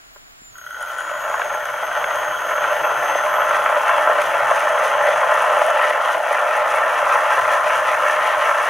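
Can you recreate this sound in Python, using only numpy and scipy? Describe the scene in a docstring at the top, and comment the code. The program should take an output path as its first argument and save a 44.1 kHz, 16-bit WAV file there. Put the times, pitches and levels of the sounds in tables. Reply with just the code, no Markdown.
"""A rough, thickening tumble with hard ticks, a squeal sliding down to near 6.3 kHz and a whine near 3 kHz:
a small home-built ball mill starts up on a wooden board in a quiet room.
Random impacts of the balls excite the short modes of the board; tiny metal contacts give the bright rattle.
The drive squeals as a near sine with side lines and an octave, and the motor whines in high multiples.
A hum through low resonances, a rumble, a thin steady tone and a faint room hiss lie below."""
import sys
import numpy as np
from scipy import signal
from scipy.fft import rfft, irfft, next_fast_len
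from scipy.io import wavfile

SR = 44100
rng = np.random.default_rng(int(sys.argv[2]) if len(sys.argv) > 2 else 0)


def file_out(sig):
    """Save sig as 16-bit WAV at sys.argv[1]."""
    # one column per channel
    cols = np.atleast_2d(sig).T
    # limit, then scale
    lim = np.clip(cols, -1, 1)
    pcm = np.round(lim * 32767).astype(np.int16)
    wavfile.write(sys.argv[1], SR, pcm)


N = 383229

# rotation of the jar, slowing a little before it speeds up: start_s, turns_per_s
SPEED = [(.8, 1.89), (2, 1.285), (3, 2.263), (4, 2.941), (5, 3.725), (6, 4.327), (7, 5.048), (8.69, 5.6)]
# modes of the frame and board, low, middle and high: pitch_hz, width_hz, level_db
LOW_MODES = [(507, 96, -15), (603, 33, -0.5), (700.7, 60.4, -8), (850, 45, -5)]
MID_MODES = [(1024, 58.3, -2), (1087, 38.5, -2), (1162, 98, -5), (1324, 76.6, -1.5), (1410, 43, -4.5),
             (1567.5, 34.6, -5)]
HIGH_MODES = [(1763, 105, -4.5), (1945, 170, -9), (2200, 70, -11), (2394, 163, -16.5), (2665, 69, -13),
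              (2907, 216, -19.5), (3300, 91, -24), (3420, 62, -25), (4280, 210, -51)]


def tumbling():
    """Modal excitation: random ball impacts shake the board, and each mode swells as the impact point wanders."""
    # level of the tumbling before the swell of each turn: start_s, level_db, low_modes_above_that_db
    tumble_levels = [(.53, -76, 1), (.55, -58, -17), (.6, -52, -7), (.75, -45, 1.5), (.85, -38.5, 0),
                     (1.1, -31.5, -2), (1.44, -26.5, 1), (1.62, -29, -0.5), (2.01, -24.5, 0.5),
                     (2.4, -27, 0.5), (2.6, -23.5, 0.5), (3.1, -23.5, 0.5), (3.44, -22, -0.5),
                     (4.17, -20, 0), (4.7, -21.5, 1), (5.39, -20, 1), (5.8, -20, 1), (6.17, -23, 1),
                     (7.01, -19.5, -1), (8.69, -19.5, -3)]
    impacts_per_turn = 370
    level_db, low_db = in_time(tumble_levels)
    per_s = impacts_per_turn * in_time(SPEED)[0]
    # dividing by the root of the rate keeps the power even
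    drive = impacts(per_s, spread_db=2.5) / np.sqrt(per_s) * from_db(0.24 * drift(60))
    low = from_db(low_db) * shaken(LOW_MODES, drive, patchy_db=1.0)
    middle = from_db(1.55 * drift(9)) * shaken(MID_MODES, drive, patchy_db=-0.15)
    high_db = -5 + 0.65 * swell_db()
    high = from_db(high_db) * shaken(HIGH_MODES, drive, patchy_db=2.5)
    return from_db(level_db + 0.2 * swell_db()) * (low + middle + high)


def knocks():
    """Selective excitation: each heavy fall strikes hardest the modes near its own pitch."""
    # the heaviest falls of the charge: start_s, nominal_peak_db, hardest_struck_pitch_hz
    falls = [(1.34, -6.5, 1060), (1.394, -13, 1030), (1.416, -7.5, 1780), (1.546, -12, 860),
             (1.654, -12, 1327), (1.914, -16, 1340), (2.041, -7.5, 1830), (2.639, -5.5, 1306),
             (3.152, -2.5, 603), (3.507, -8, 1316), (3.891, -4.5, 1398), (4, -12, 556), (4.094, -5.5, 590),
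             (4.511, -4, 620), (4.669, -5, 1048), (4.95, -8.5, 983), (5.07, -9, 1380), (5.228, -8, 1060),
             (5.615, -5, 601.5), (5.85, -7, 615), (6.31, -8, 604), (6.741, -5, 596), (7.025, -4.5, 590)]
    start_s, peak_db, centre_hz = np.transpose(falls)
    out = 0
    for k, (hz, width, db) in enumerate(LOW_MODES + MID_MODES + HIGH_MODES):
        octaves_away = np.abs(np.log2(hz / centre_hz))
        chance_db = rng.normal(0, 2, len(start_s))
        strength_db = peak_db - 3 + .1 * db - 14 * octaves_away + chance_db
        sense = (-1) ** k  # neighbours swing in opposite sense
        out = out + sense * ring(struck(start_s, strength_db), hz, width * 1.5)
    return contact(out, 3500)


def rattle():
    """Shot noise: dense tiny metal contacts with a bright spectrum ring near 6 kHz, with hard ticks on top."""
    # bright rattle before the swell of each turn: start_s, level_db
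    rattle_levels = [(.5, -62), (.82, -48), (.93, -45.5), (2.16, -43.5), (4.08, -39.5), (5.56, -39),
                     (6.2, -42), (7.3, -38.5), (8.69, -38.5)]
    # spectrum of the contacts: pitch_hz, density_db_per_hz
    rattle_colour = [(2240, -1), (3800, -1.5), (4560, -10), (5130, -4.5), (5480, -6.5), (5780, -4.5),
                     (6130, 5), (7020, -2.5), (8040, -7.5), (9880, -2.5), (10400, -4.5), (11500, -12),
                     (12400, -11.5), (14300, -20), (15600, -17)]
    # metal parts that ring in the rattle: pitch_hz, width_hz, level_db before the growth with speed
    metal_modes = [(6000, 200, -32.5), (6180, 190, -38.5)]
    level_db, = in_time(rattle_levels)
    grains = impacts(per_s=4600, spread_db=3) * from_db(1.36 * drift(60))
    bright = rms_one(colour(grains, rattle_colour))
    rings = sum(from_db(db) * ring(grains, hz, width) for hz, width, db in metal_modes)
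    # the ring grows by 1.6 dB per turn per s and swells more than the bright part
    rings = rings * from_db(1.6 * in_time(SPEED)[0] + 1.2 * swell_db())
    started = np.arange(N) > rattle_levels[0][0] * SR
    return started * from_db(level_db + 0.9 * swell_db()) * (bright + rings) + ticks()


def ticks():
    """Impulse response: single hard contacts set a 6.4 kHz ring and broad treble modes sounding."""
    # the hardest single ticks: start_s, nominal_peak_db, ring_above_that_db
    hard_ticks = [(.582, -38, -12), (.663, -42, -5), (.7063, -39, -6), (.809, -36, -10), (.8261, -30, -14),
                  (.9847, -34, -8), (1.0052, -33, -11), (1.547, -38, -4), (1.655, -35, 8),
                  (2.1571, -32, -7), (2.7163, -34, -7), (3.493, -32, 6), (3.8828, -32, 6), (4.2187, -29, 5),
                  (4.5108, -31, 5), (4.599, -32, -15), (4.7881, -33, -7), (4.8775, -30, -12),
                  (5.0689, -31, 3), (5.3413, -32, 8), (5.421, -26.5, -12), (5.5894, -32, 4),
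                  (5.6646, -27, -12), (5.704, -34, 10), (5.8246, -32, -3), (5.8985, -32, -14),
                  (6.0575, -33, 2), (6.3298, -31, -13), (6.566, -31, 0), (6.76, -30, -14), (7.1253, -33, 1)]
    # treble modes of a tick: pitch_hz, width_hz, level_db
    tick_modes = [(9070, 420, 8), (10300, 210, 1.5), (11000, 900, 6), (13300, 1500, -11)]
    start_s, peak_db, ring_db = np.transpose(hard_ticks + weak_ticks())
    out = ring(struck(start_s, peak_db + ring_db), 6430, 230)
    for k, (hz, width, db) in enumerate(tick_modes):
        strength_db = peak_db + db - 4 + rng.normal(0, 1.5, len(start_s))
        out += (-1) ** k * ring(struck(start_s, strength_db), hz, width)
    band = signal.butter(2, [5000, 15000], "band", fs=SR, output="sos")
    return signal.sosfilt(band, out)


def weak_ticks():
    """Random point process: weaker ticks come mostly in the spill, and more often the faster the jar turns."""
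    ticks_per_turn, from_s = 6, 3  # the rate before the swell of each turn
    t = np.arange(N) / SR
    per_s = ticks_per_turn * in_time(SPEED)[0] * from_db(2.5 * swell_db()) * (t > from_s)
    hit = rng.random(N) < per_s / SR
    size, tone = rng.standard_normal((2, N))[:, hit]
    peak_db = -39.5 + 2.2 * size
    ring_db = -4 + 6 * tone
    return list(zip(t[hit], peak_db, ring_db))


def take_up():
    """Transient excitation: contacts of the drive ring the motor mount, then merge into a chatter."""
    # first separate contacts of the drive as it takes up: start_s, strike_db
    lone_contacts = [(0.554, -38), (0.583, -35), (.613, -36), (.639, -36), (0.6643, -28.5), (0.6705, -38),
                     (.6884, -41), (0.707, -29), (.7274, -33), (0.744, -30), (.7672, -32), (.811, -29),
                     (0.827, -29), (0.901, -27), (.985, -26.5), (1.0065, -24)]
    # the chatter they merge into: start_s, contacts_per_s (nominal), level_db
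    chatter = [(.66, 102, -48), (.75, 139, -32.5), (1, 175, -29), (1.6, 201, -30.5), (2.5, 205, -26.5),
               (8.69, 205, -32)]
    lone = mount(struck(*np.transpose(lone_contacts)))
    per_s, level_db = in_time(chatter)
    count = np.cumsum(per_s * from_db(2.5 * drift(90))) / SR  # uneven spacing
    sizes = from_db(1.8 * rng.standard_normal(N))
    train = np.diff(np.floor(count), prepend=0) * sizes
    started = np.arange(N) > chatter[0][0] * SR
    return lone + started * from_db(level_db) * rms_one(mount(train)) + switch_click()


def switch_click():
    """Structure-borne sound: the switch clicks softly through the board modes before the start."""
    # two contacts of the switch: start_s, strike_db
    switch_contacts = [(0.161, -29), (0.166, -33)]
    clicks = struck(*np.transpose(switch_contacts))
    board = sum(from_db(db - 14.0) * ring(clicks, hz, width * 1.7)
                for hz, width, db in LOW_MODES + MID_MODES)
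    return contact(board, 2500)


def mount(clicks):
    """Cascaded resonance: the mount is shaken through a second, like one, so each ring swells before it dies."""
    # modes of the motor mount: pitch_hz, width_hz (of each of the two resonances), level_db
    mount_modes = [(1376.6, 60, -1), (1463, 127, 4.5), (1948, 110, -9.5), (3023, 71, -17),
                   (3250, 88, -14.5)]
    out = 0
    for hz, width, db in mount_modes:
        swelling = ring(ring(clicks, hz, width), hz, width)
        # this factor brings the swollen peak back to about 1
        out = out + from_db(db) * swelling * 2 * np.pi * np.e * width / SR
    return out


def strands():
    """Resonant filtering: noise in three narrow treble bands gives a faint hiss free of the turns' swell."""
    # faint bands of hiss from the drive: pitch_hz, width_hz, level_db
    strand_modes = [(10900, 300, -4), (12100, 250, -4), (13550, 200, -6)]
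    # their common level: start_s, level_db
    strand_levels = [(.5, -95), (1, -62), (2.5, -52), (4.1, -53), (4.8, -57), (8.69, -57)]
    noise = rng.standard_normal(N)
    return from_db(in_time(strand_levels)[0]) * shaken(strand_modes, noise, patchy_db=0.5)


def squeal():
    """Modulation: a near sine slides and jumps, with side lines one wobble away and an octave."""
    # the main line: start_s, pitch_hz, level_db
    squeal_path = [(0, 7160, -60), (.13, 6880, -61), (.15, 7250, -57), (.3, 7050, -60), (.34, 7300, -65),
                   (.45, 7165, -49), (.505, 7170, -45), (.515, 6700, -54), (.565, 6700, -52),
                   (.58, 6600, -47), (.69, 6400, -56), (.73, 6500, -50), (.815, 6550, -50),
                   (.825, 6900, -46), (.848, 6940, -52), (.858, 6420, -49), (.895, 6480, -50),
                   (.92, 6790, -57), (1.08, 6730, -52), (1.1, 6650, -54), (1.28, 6520, -58),
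                   (1.3, 6650, -50), (1.41, 6620, -42), (1.43, 6504, -46), (1.55, 6470, -44),
                   (1.59, 6370, -50), (1.73, 6350, -60), (1.77, 6310, -48), (1.98, 6320, -44),
                   (2.01, 6430, -46), (2.2, 6475, -41), (2.55, 6460, -44), (2.62, 6420, -45),
                   (2.98, 6390, -52), (3.07, 6310, -42), (3.22, 6270, -40.5), (3.35, 6226, -48),
                   (3.5, 6275, -44), (3.6, 6260, -56), (3.66, 6230, -75), (4.49, 6346, -75),
                   (4.52, 6400, -48), (4.76, 6390, -49), (4.79, 6260, -50), (5.15, 6290, -46),
                   (5.3, 6200, -77)]
    # lines one wobble above and below: start_s, upper_level_db, lower_level_db
    side_lines = [(.89, -80, -80), (.92, -51, -70), (1.25, -45.5, -74), (1.5, -64, -58), (1.73, -62, -51),
                  (1.8, -70, -73), (2.05, -51, -59), (2.55, -66, -52), (2.98, -62, -45.5), (3.1, -66, -52),
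                  (3.2, -80, -80)]
    # octave of the squeal: start_s, level_db
    octave_levels = [(0, -79), (.5, -70), (.7, -57), (1.4, -59), (1.6, -55), (3, -56), (3.6, -56),
                     (3.75, -85)]
    wobble_hz = 152  # mean, about which it drifts
    hz, level_db = in_time(squeal_path)
    upper_db, lower_db = in_time(side_lines)
    phase = 2 * np.pi * np.cumsum(hz + 8 * drift(100)) / SR
    wobble = 2 * np.pi * np.cumsum(wobble_hz + 8 * drift(3.3)) / SR
    tone = from_db(level_db) * np.sin(phase)
    tone += from_db(upper_db) * np.sin(phase + wobble)
    tone += from_db(lower_db) * np.sin(phase - wobble)
    octave_db = in_time(octave_levels)[0] + 4.5 * drift(20)
    octave = from_db(octave_db) * np.sin(2 * phase + .5 * drift(150)) * (1 + .4 * np.cos(wobble))
    # root 2 turns rms levels into sine amplitudes
    return np.sqrt(2) * from_db(1.8 * drift(40)) * (tone + octave)


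def whine():
    """Harmonic series: three high multiples of the motor's pulse rate come and go, each on its own."""
    # multiples of the pulse rate: multiple, level_db
    orders = [(9.0, -3), (10.0, 0), (11.0, -1)]
    # level of the whine: start_s, level_db
    whine_levels = [(1.2, -95), (1.6, -49), (3.4, -45), (6.1, -47), (6.5, -95)]
    pulse_hz, lift_hz = 294, 20  # the motor runs faster as the spill unloads it
    hz = pulse_hz + lift_hz * np.cos(np.pi * turns()) ** 4 + 3.5 * drift(14) + 1.5 * drift(60)
    phase = 2 * np.pi * np.cumsum(hz) / SR
    lines = sum(from_db(db + 4.5 * drift(16)) * np.sin(k * phase) for k, db in orders)
    return from_db(in_time(whine_levels)[0]) * lines


def turns():
    """Angular kinematics: the integral of speed counts the jar's turns since the first spill."""
    first_spill_s = .83
    count = np.cumsum(in_time(SPEED)[0]) / SR
    return count - count[int(first_spill_s * SR)]


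def swell_db():
    """Periodic modulation: the charge spills once a turn, a smooth hump in dB centred on zero."""
    height_db = .8 * in_time(SPEED)[0]  # trough to crest, more at speed
    return height_db * np.cos(2 * np.pi * turns()) / 2


def two_ports(x):
    """Radiation and diffraction: a small board sends out little bass, one body shades, echoes come opposite."""
    # the body shades the left port: pitch_hz, left_minus_right_db
    shadow = [(300, 0), (1200, 0.5), (2500, 2.5), (5000, -1.5), (7500, 0.5), (9800, -7), (15000, -8)]
    # share of the room's echo: pitch_hz, level_db
    echo_share = [(300, -18.5), (1000, -11.5), (4000, -24.5), (7000, -21), (10000, -1.5), (12500, 2.5),
                  (15000, -6)]
    echo_t60_s = .3
    x = signal.sosfilt(signal.butter(6, 376, "high", fs=SR, output="sos"), x)
    left_half = [(hz, db / 2) for hz, db in shadow]
    right_half = [(hz, -db) for hz, db in left_half]
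    t = np.arange(int(echo_t60_s * SR)) / SR
    decay = from_db(-60 * t / echo_t60_s)
    tail = rms_one(rng.standard_normal(len(t)) * decay) / np.sqrt(len(t))
    echo = colour(signal.fftconvolve(x, tail)[:N], echo_share)
    return np.array([colour(x + echo, left_half), colour(x - echo, right_half)])


def motor_hum():
    """Forced vibration: noise through low resonances makes the motor hum, its undertone and a board drone."""
    # motor hum in the board: start_s, level_db
    hum_levels = [(0, -74.5), (1.19, -62), (2.5, -55.5), (3.9, -57), (4.1, -63), (4.2, -53.5),
                  (5.61, -59.5), (5.76, -67), (7.3, -57.5), (8.69, -62.5)]
    # its resonances: pitch_hz, width_hz, level_db
    hum_modes = [(138.6, 10.3, 7), (193, 28, -6)]
    # the lowest hum: start_s, level_db
    undertone_levels = [(0, -75.5), (1.2, -66), (2.7, -69), (5.3, -81), (7, -62.5), (8.69, -57)]
    # the deepest board modes: start_s, level_db
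    drone_levels = [(0, -84), (1.2, -54.5), (3.5, -44.5), (5.5, -48.5), (8.69, -49)]
    undertone_modes = [(111.4, 6.3, 0)]  # pitch_hz, width_hz, level_db, as in the next line
    drone_modes = [(284, 49, -10.0), (320.3, 14.8, 1.5), (439, 29.5, 1.5)]
    out = 0
    for levels, modes, patchy_db in [(hum_levels, hum_modes, 1.5), (undertone_levels, undertone_modes, 8.5),
                                     (drone_levels, drone_modes, 3.0)]:
        out = out + from_db(in_time(levels)[0]) * shaken(modes, rng.standard_normal(N), patchy_db)
    return out


def bump():
    """Damped oscillation: one rounded blow gives a soft bump before the start."""
    # the blow and its mode: start_s, strike_db, pitch_hz, width_hz
    thump = (.418, -40, 240, 120)
    start_s, strike_db, hz, width = thump
    return contact(ring(struck([start_s], [strike_db]), hz, width), 500)


def room_hiss():
    """Stereo correlation: coloured noise, mostly opposite in the two ports, makes the hiss of the room."""
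    # spectrum of the hiss: pitch_hz, density_db_per_hz
    hiss_colour = [(47, -39), (80, -7), (263, -1.5), (570, -5), (665, 4), (905, -3), (1380, 2.5), (1540, 1),
                   (7360, -12.5), (14600, -16.5), (15600, -21)]
    mid, side = colour(rng.standard_normal((2, N)), hiss_colour)
    return from_db(-45.5) * rms_one(from_db(-9) * mid + side * np.array([[1], [-1]]))


def rumble():
    """Flow noise: air moving at the ports gives an independent 18 to 50 Hz noise in each."""
    # level of the rumble: start_s, level_db
    rumble_levels = [(0, -58), (3.56, -59), (4.55, -68), (7.5, -78), (8.69, -72)]
    band = signal.butter(2, [18, 50], "band", fs=SR, output="sos")
    air = signal.sosfilt(band, rng.standard_normal((2, N)))
    return from_db(in_time(rumble_levels)[0]) * rms_one(air)


def pilot():
    """Pure tone: a thin steady electrical sine at 15734 Hz, 6 dB stronger on the right."""
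    tone = np.sin(2 * np.pi * 15734 * np.arange(N) / SR)
    return tone * from_db([[-71], [-65]])


def background():
    """Superposition: hiss, rumble, hum, bump and thin tone add linearly."""
    return room_hiss() + rumble() + motor_hum() + bump() + pilot()


def from_db(db):
    """Logarithmic level: the amplitude gain of a level in dB."""
    return 10 ** (np.asarray(db) / 20)


def rms_one(x):
    """Normalization: scale to an rms of 1."""
    return x / np.sqrt(np.mean(x ** 2) + 1e-20)


def in_time(rows):
    """Linear interpolation: the columns of a curve, one value per sample."""
    s, *columns = np.transpose(rows)
    return [np.interp(np.arange(N) / SR, s, c) for c in columns]


def colour(x, points):
    """Spectral shaping: filter by dB points joined along a logarithmic frequency axis."""
    size = next_fast_len(N)
    hz, db = np.transpose(points)
    grid = np.maximum(np.arange(size // 2 + 1) * SR / size, 1)
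    gain = from_db(np.interp(np.log(grid), np.log(hz), db))
    return irfft(rfft(x, size) * gain, size)[..., :N]


def drift(rate):
    """Slow random variation: normal values of spread 1, drawn rate times a second and joined by lines."""
    steps = rng.standard_normal(int(rate * N / SR) + 2)
    return np.interp(np.arange(N) * rate / SR, np.arange(len(steps)), steps)


def ring(x, hz, width):
    """Damped resonance: a unit click sets a decaying sine of initial height 1 ringing."""
    r, w = np.exp(-np.pi * width / SR), 2 * np.pi * hz / SR
    return signal.lfilter([0, np.sin(w)], [1, -2 * r * np.cos(w), r * r], x + 1e-18)


def impacts(per_s, spread_db):
    """Poisson-like impulses: random clicks of either sign, most small and a few large."""
    size_db = spread_db * np.minimum(rng.exponential(1, N), 5)
    sizes = from_db(size_db) * rng.choice([-1, 1], N)
    return sizes * (rng.random(N) < per_s / SR)


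def struck(times, db):
    """Impulse train: clicks at given times in seconds and levels in dB."""
    clicks = np.zeros(N)
    np.add.at(clicks, np.round(np.asarray(times) * SR).astype(int), from_db(db))
    return clicks


def shaken(modes, drive, patchy_db):
    """Modal synthesis: a drive through modes whose level is the height of the spectral peak; rms 1."""
    out = 0
    for k, (hz, width, db) in enumerate(modes):
        gain = from_db(db + patchy_db * drift(24)) * width * (-1) ** k
        out = out + ring(gain * drive, hz, width)
    return rms_one(out)


def contact(clicks, hz):
    """Finite contact time: a second-order low-pass rounds the blow."""
    return signal.sosfilt(signal.butter(2, hz, fs=SR, output="sos"), clicks)


def scene():
    """Superposition: the mill heard through two ports over the background."""
    mill = tumbling() + knocks() + take_up() + rattle() + strands() + squeal() + whine()
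    return two_ports(mill) + background()


def record(dry):
    """Saturation and band limiting: the highest peaks are gently rounded and the top is cut."""
    rounded = dry / (1 + (dry / 1.3) ** 4) ** (1 / 4)
    top_cut = signal.ellip(12, .3, 80, 15770, fs=SR, output="sos")
    return signal.sosfilt(top_cut, rounded)


dry = scene()
out = record(dry)
file_out(out)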